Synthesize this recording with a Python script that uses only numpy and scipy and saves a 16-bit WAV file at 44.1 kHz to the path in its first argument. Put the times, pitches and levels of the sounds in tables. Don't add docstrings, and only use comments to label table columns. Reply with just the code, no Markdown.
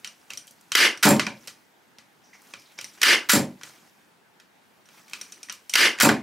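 import sys
import numpy as np
from scipy import signal
from scipy.io import wavfile
from scipy.ndimage import uniform_filter1d, minimum_filter1d

SR = 44100
rng = np.random.default_rng(int(sys.argv[2]) if len(sys.argv) > 2 else 0)


def output_pcm(signal):
    pcm = np.clip(np.atleast_2d(signal).T, -1, 1) * 32767
    wavfile.write(sys.argv[1], SR, np.round(pcm).astype(np.int16))


def how_loud(loudness_db):
    steps = np.asarray(loudness_db, float) / 20
    return 10 ** steps


N = 274302

# (frequency [Hz], left-right likeness [0-1])
ALIKE = [(100, 1), (400, 0.98), (1000, 0.93), (4000, 0.9), (14000, 0.82)]
# (frequency [Hz], level [dB per Hz])
CLOTH = [(300, -30.5), (600, -6), (1000, 2), (2200, 0.5), (4000, -2.5), (6000, -1), (9000, -9),
         (12000, -13.5), (15000, -28), (16500, -47.5)]
# (frequency [Hz], level [dB per Hz])
THUD_TONE = [(15, -65), (25, -44), (230, -3.5), (413, -7.5), (496, -15), (607, -8.5), (800, -14.5),
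             (860, -10), (1050, -13), (2000, -32.5), (2600, -25.5), (4400, -120)]
# (frequency [Hz], width [Hz], level [dB])
BOARD = [(126.6, 14, 13.5), (156, 30, 5), (212, 36, 11), (313, 22, 7.5), (399.4, 17, 3), (417.8, 9.8, 1),
         (550, 90, 7.5), (613, 24, -3.5), (760, 32, 4.5), (937.6, 11, -2.5)]
# (time [s], blow [dB], change per rebound [dB], brightness [dB per octave])
LANDINGS = [
    (1.052, 8.5, -7.5, 4),
    (3.333, 0, -4.5, -2),
    (6.030, 2.5, -4, 5),
]


def evened(x):
    return x / np.sqrt(np.mean(x ** 2) + 1e-20)


def read(points, hz):
    f, value = np.transpose(points)
    return np.interp(np.log(hz + 1), np.log(f + 1), value)


def body(tone, modes, ring_db=0., tilt_db=0., size=8192):
    hz = np.abs(np.fft.fftfreq(size, 1 / SR))
    db = read(tone, hz)
    for f, width, gain_db in modes:
        db = db + max(ring_db + gain_db, 0) / (1 + (2 * (hz - f) / width) ** 2)
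    db = db + tilt_db * np.log2(np.clip(hz, 500, 16000) / 3000)
    log_gain = np.maximum(db, -100) * np.log(10) / 20
    spectrum = np.exp(np.conj(signal.hilbert(log_gain)))
    response = np.fft.ifft(spectrum).real[:size // 2]
    return response / np.linalg.norm(response)


def add(mix, s, peak_db, response, rise_s, fall_s):
    t = np.arange(len(response)) / SR
    scrape = rng.standard_normal(len(t)) * (1 - np.exp(-t / rise_s)) * np.exp(-t / fall_s)
    direct = signal.fftconvolve(scrape / np.linalg.norm(scrape), response)[:len(t)]
    part = mix[:, round(s * SR):][:, :len(t)]
    part += how_loud(peak_db + 14.5) * np.array([direct, response])[:, :part.shape[1]]


def noise(tone, alike, patchy_db, size=512):
    frames, hz = 4 * N // size + 5, np.fft.rfftfreq(size, 1 / SR)
    a, b, c, d, patches = rng.standard_normal((frames, len(hz), 5)).T
    patches = uniform_filter1d(patches, size=9, axis=0)
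    patches = evened(uniform_filter1d(patches, size=9, axis=1))
    same = np.clip(read(alike, hz), 0, 1)[:, None]
    left = a + 1j * b
    right = same * left + np.sqrt(1 - same ** 2) * (c + 1j * d)
    z = np.array([left, right]) * how_loud(read(tone, hz)[:, None] + patchy_db * patches)
    return evened(signal.istft(z, nperseg=size, noverlap=3 * size // 4)[1][:, :N])


def still_air():
    # (frequency [Hz], level [dB per Hz])
    air_tone = [(15, -78), (25, -21), (43, -20.5), (159, 2.5), (245, 3.5), (584, -2), (854, 2.5),
                (1150, -4), (1550, -0.5), (2530, -6.5), (13600, -25.5), (15200, -24.5), (16500, -34)]
    # (frequency [Hz], left-right likeness [0-1])
    air_alike = [(60, 0.38), (180, 0.3), (550, 0.29), (1650, 0.15), (4970, 0.36), (15000, 0.78)]
    return how_loud(-60.5) * noise(air_tone, air_alike, 1.4, size=1024)


def shop(x):
    # (frequency [Hz], reverberation time T60 [s])
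    decay = [(100, 0.46), (250, 0.24), (600, 0.31), (1500, 0.24), (3000, 0.23), (6000, 0.21), (10000, .2),
             (13000, 0.17), (16000, .17)]
    builds_s = 0.0015
    white = [(20, 0), (20000, 0.01)]
    tail = noise(white, ALIKE, 3.9, size=256)[:, :SR]
    hz, t, z = signal.stft(tail, SR, nperseg=256)
    power = uniform_filter1d(abs(z[0]) ** 2, size=13, axis=0)
    z = z / np.sqrt(uniform_filter1d(power, size=5, axis=1))
    fade = how_loud(-60 * t / read(decay, hz)[:, None])
    tail = signal.istft(z * fade, SR, nperseg=256)[1][:, :SR]
    tail = tail * (1 - np.exp(-np.arange(SR) / SR / builds_s))
    return signal.fftconvolve(x[None], tail / np.linalg.norm(tail[0]), axes=1)[:, :N]


def handling():
    # (time [s], effort [dB])
    effort = [(0.0, -64), (1.3, -68), (1.44, -56.5), (1.69, -72.5), (2.0, -75.5), (2.328, -68.5),
              (2.501, -55.5), (2.6, -65), (3.01, -55), (3.6, -65), (3.66, -49.5), (3.82, -61), (4.211, -79),
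              (4.85, -72), (4.98, -52.5), (5.05, -63), (5.16, -53), (5.53, -64.5)]
    # (frequency [Hz], level [dB per Hz])
    rumble_tone = [(40, -36.5), (100, -12.5), (200, 5.5), (350, 0.5), (800, -12.5)]
    slips_per_s, grain_s = 120, .0012
    busy_db, rumble_db, rumble_share = -60.5, -62, .6
    effort_db = np.interp(np.arange(N) / SR, *np.transpose(effort))
    slips = how_loud(2.5 * np.minimum(rng.exponential(1, N), 2.)) * (rng.random(N) < slips_per_s / SR)
    grain = 1.3 + signal.lfilter([1], [1, -np.exp(-1 / (grain_s * SR))], slips)
    cloth = evened(grain * noise(CLOTH, ALIKE, 3.5, size=256)) * how_loud(effort_db)
    bench_db = rumble_db + rumble_share * (effort_db - busy_db)
    return cloth + noise(rumble_tone, ALIKE, 3.0, size=2048) * how_loud(bench_db)


def foot():
    # (time [s], peak [dB], ring [Hz], fade [s])
    scuffs = [(0.298, -49, 2340, 0.017), (2.236, -62.5, 5700, 0.07), (2.328, -53.5, 2120, 0.039),
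              (2.336, -60, 5770, 0.031), (2.585, -57, 5270, .05), (2.65, -60.5, 3920, 0.092),
              (2.777, -48, 5400, 0.021), (3.0135, -39, 2140, 0.0039), (5.73, -48, 2200, 0.0041),
              (5.975, -44, 1480, 0.017)]
    out = np.zeros((2, N))
    for s, db, hz, fade_s in scuffs:
        add(out, s, db + 18.5, body(CLOTH, [(hz, 0.37 * hz, 18)]), .004, fade_s)
    return out[0]


def ticks():
    # (frequency [Hz], level [dB per Hz])
    tick_tone = [(180, -47.5), (300, -35.5), (820, -18), (1110, -3), (1930, -5.5), (2440, -1.5), (3470, -6),
                 (5830, -6.5), (13500, -26), (16500, -42.5)]
    # (frequency [Hz], level [dB per Hz])
    knock_tone = [(25, -25), (60, -8), (120, -6), (230, -2), (400, -5.5), (550, -1), (800, -3.5),
                  (1200, -13), (3000, -59.5)]
    # (frequency [Hz], width [Hz], level added to the ring [dB])
    spring = [(5820, 420, 0), (9100, 650, -1.5)]
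    # (time [s], peak [dB], own ring [Hz], brightness [dB per octave])
    spring_ticks = [(0.0743, -32.5, 2870, 3), (0.3739, -26.5, 3150, 6.5), (0.9745, -33, 1790, 2.5),
                    (2.844, -27.5, 2052, 5), (4.857, -47.5, 1458, 2.5), (5.2133, -26.5, 2440, 4),
                    (5.3222, -31.5, 2650, 4.5), (5.4312, -31, 2410, 5.5), (5.4972, -24, 2860, -1.5),
                    (5.6959, -23, 2980, 7)]
    # (time [s], peak [dB], ring [Hz], brightness [dB/octave])
    dry_ticks = [(0.0462, -25.5, 2900, 2.5), (0.335, -32, 2300, 5.5), (.471, -44.5, 3192, 15),
                 (0.4783, -41, 3220, 7.5), (0.7195, -16, 3100, 2.5), (.6114, -50.5, 1500, 11),
                 (.742, -33, 3110, -2.5), (1.1644, -29, 2890, 6), (1.481, -31.5, 1900, 3),
                 (2.351, -51, 2190, -15), (2.419, -49, 3000, 15), (2.599, -51, 3000, 13),
                 (2.62, -49, 3000, 7), (2.72, -51, 2400, 5), (2.812, -30.5, 2840, 6.5),
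                 (3.0168, -12.5, 2175, 2.5), (3.6122, -37.5, 1630, -2), (4.4001, -43.5, 1840, 1.5),
                 (4.8886, -45, 2305, 0.5), (5.081, -47, 2380, 6), (5.0974, -44, 1410, 9),
                 (5.1118, -44, 2330, 0), (5.1341, -24, 2540, 2), (5.4866, -37, 1850, -2.5),
                 (5.5242, -31, 2400, 8.5), (5.7378, -12, 2060, 4), (5.9869, -23.5, 2480, -1.5)]
    # (time [s], peak [dB], own ring [Hz], brightness [dB per octave])
    bumps = [(0.3045, -28, 2700, 2), (0.51, -43.5, 1910, 15), (1.1961, -11, 2080, -0.5),
             (1.2673, -19, 2400, -2), (1.4745, -30, 1470, 7), (1.9852, -39.5, 1980, 2.5),
             (2.5377, -30, 2360, -1), (2.7886, -28, 2250, 0.5), (2.9763, -47, 1550, 0),
             (3.6341, -31, 1900, 3.5)]
    out = np.zeros((2, N))
    # (events, spring ring [dB], bench knock [dB])
    for events, spring_db, knock_db in [(spring_ticks, 15, -21), (dry_ticks, 0.1, -23.5), (bumps, 4, -10.5)]:
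        for s, db, hz, tilt_db in events:
            strain = rng.uniform(.985, 1.015)
            modes = [(hz, 330, 8.5 - spring_db)] + [(f * strain, w, g) for f, w, g in spring]
            add(out, s - .0008, db + 3.0, body(tick_tone, modes, spring_db, tilt_db), .0006, .002)
            add(out, s, db + knock_db, body(knock_tone, BOARD), .001, .002)
    return out


def board():
    # (time [s], blow [dB], brightness [dB per octave], boom
    # [Hz])
    further_thuds = [(1.066, 1.5, -0.5, 550), (1.132, -8, 0, 300), (1.268, -19.5, 9, 700), (6.088, -10, -4.5, 1090),
                     (6.100, -16, 1.1, 1030), (6.115, -9, -4, 300)]
    rebounds, rebound_s, shrink = 4, .021, .99
    landing_hz, rebound_hz = 325, 256
    out, thuds = np.zeros((2, N)), list(further_thuds)
    for land_s, db, loss_db, tilt_db in LANDINGS:
        for k in range(rebounds):
            boom_hz = rebound_hz if k else landing_hz
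            thuds.append((land_s + k * rebound_s * shrink ** k, db + k * loss_db, tilt_db, boom_hz))
    for s, db, tilt_db, hz in thuds:
        modes = [(hz, 0.45 * hz, 4)] + BOARD
        add(out, s, db, body(THUD_TONE, modes, tilt_db=tilt_db), .0005, .0012)
    return out


def blade():
    # (frequency [Hz], level [dB per Hz])
    strike_tone = [(120, -32.5), (200, -24), (876, -18), (1420, -2), (2290, -2.5), (2860, -8), (5450, -8),
                   (8330, -13.5), (12700, -15.5), (15300, -26), (16500, -10)]
    # (frequency [Hz], width [Hz], level added to the ring [dB])
    blade_modes = [(7434, 320, -2), (9600, 220, -10.5)]
    # (time [s], first tick [dB], slam delay [s], slam [dB])
    releases = [(1.0267, -11.5, .0035, 11), (3.2884, -18, .005, 4.5), (6.000, -6, 0.0077, 1)]
    # (time [s], blow [dB], blade ring [dB], brightness [dB per octave])
    chatter = [(1.040, 4, -4, 2), (1.087, 3, 20.5, 8), (3.301, 1.5, -9, 4), (3.316, 0, 18, 7.5),
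               (6.021, -1.5, 18, 5.5), (6.089, -4, -2, -4.5)]
    strikes = list(chatter)
    for s, db, after_s, slam_db in releases:
        strikes.append((s, db, 3, 1))
        strikes.append((s + after_s, slam_db, -6, -0.5))
    for landing in LANDINGS:
        strikes.append((landing[0], 5.5, 12.5, 3.5))
    out = np.zeros((2, N))
    for s, db, ring_db, tilt_db in strikes:
        add(out, s, db, body(strike_tone, blade_modes, ring_db, tilt_db), .0008, .004)
    return out


def latch():
    # (time [s], blow [dB])
    snaps = [
        (0.7512, 27.5),
        (3.0305, 27.5),
        (5.7545, 27.5),
    ]
    # (frequency [Hz], level [dB per Hz])
    snap_tone = [(24, -58), (40, -52.5), (134, -44.5), (341, -12), (782, -19), (1330, -6), (2970, -3.5),
                 (3830, -8.5), (5870, -11), (7180, -14), (13500, -18), (15300, -22.5), (16500, -43)]
    # (frequency [Hz], width [Hz], level [dB])
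    housing = [(1602, 160, 5.5), (1773, 41, 5.5), (2110, 270, 7), (2650, 140, 0.5), (2870, 170, 4.5),
               (4800, 750, 5.5), (5810, 330, 5.5)]
    out = np.zeros((2, N))
    for s, db in snaps:
        add(out, s, db, body(snap_tone, housing), .0004, .004)
        add(out, s + 0.0017, db - 39.5, body(THUD_TONE, BOARD), .001, .003)
    return out


def scene():
    steel, steel_spread = ticks() + latch() + blade()
    wood, wood_spread = board()
    echo = shop(how_loud(-2.0) * steel_spread + how_loud(-0.5) * wood_spread)
    balance = how_loud(np.array([[-.2], [.2]]))
    return (steel + wood + foot()) * balance + echo + handling() + still_air()


def roll_off(x):
    return signal.sosfilt(signal.butter(12, 16970, fs=SR, output="sos"), x)


def record(dry):
    late_s = .0055
    power = signal.lfilter([.008], [1, .008 - 1], (dry ** 2).mean(0))
    power_db = 10 * np.log10(abs(power) + 1e-12)
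    falls_db = np.outer([260., 600.], np.arange(N) / SR)
    slow_db, fast_db = [np.maximum.accumulate(power_db + fall) - fall for fall in falls_db]
    over_db = np.maximum((1 - .45) * slow_db + 0.6 * fast_db + 10.5, 0)
    over_db = uniform_filter1d(over_db, size=89)
    over_db = np.interp(np.arange(N) - late_s * SR, np.arange(N), over_db)
    ducked = dry / how_loud(over_db)
    headroom_db = np.minimum(-4.0 - 20 * np.log10(abs(ducked).max(0) + 1e-9), 0)
    limited = ducked * how_loud(uniform_filter1d(minimum_filter1d(headroom_db, size=45), size=45))
    cut = signal.sosfilt(signal.butter(4, 66, "highpass", fs=SR, output="sos"), limited)
    low = signal.firwin(255, 15800, window=("kaiser", 4), fs=SR)
    return roll_off(signal.oaconvolve(cut, low[None], "same"))


dry = scene()
out = record(dry)
output_pcm(out)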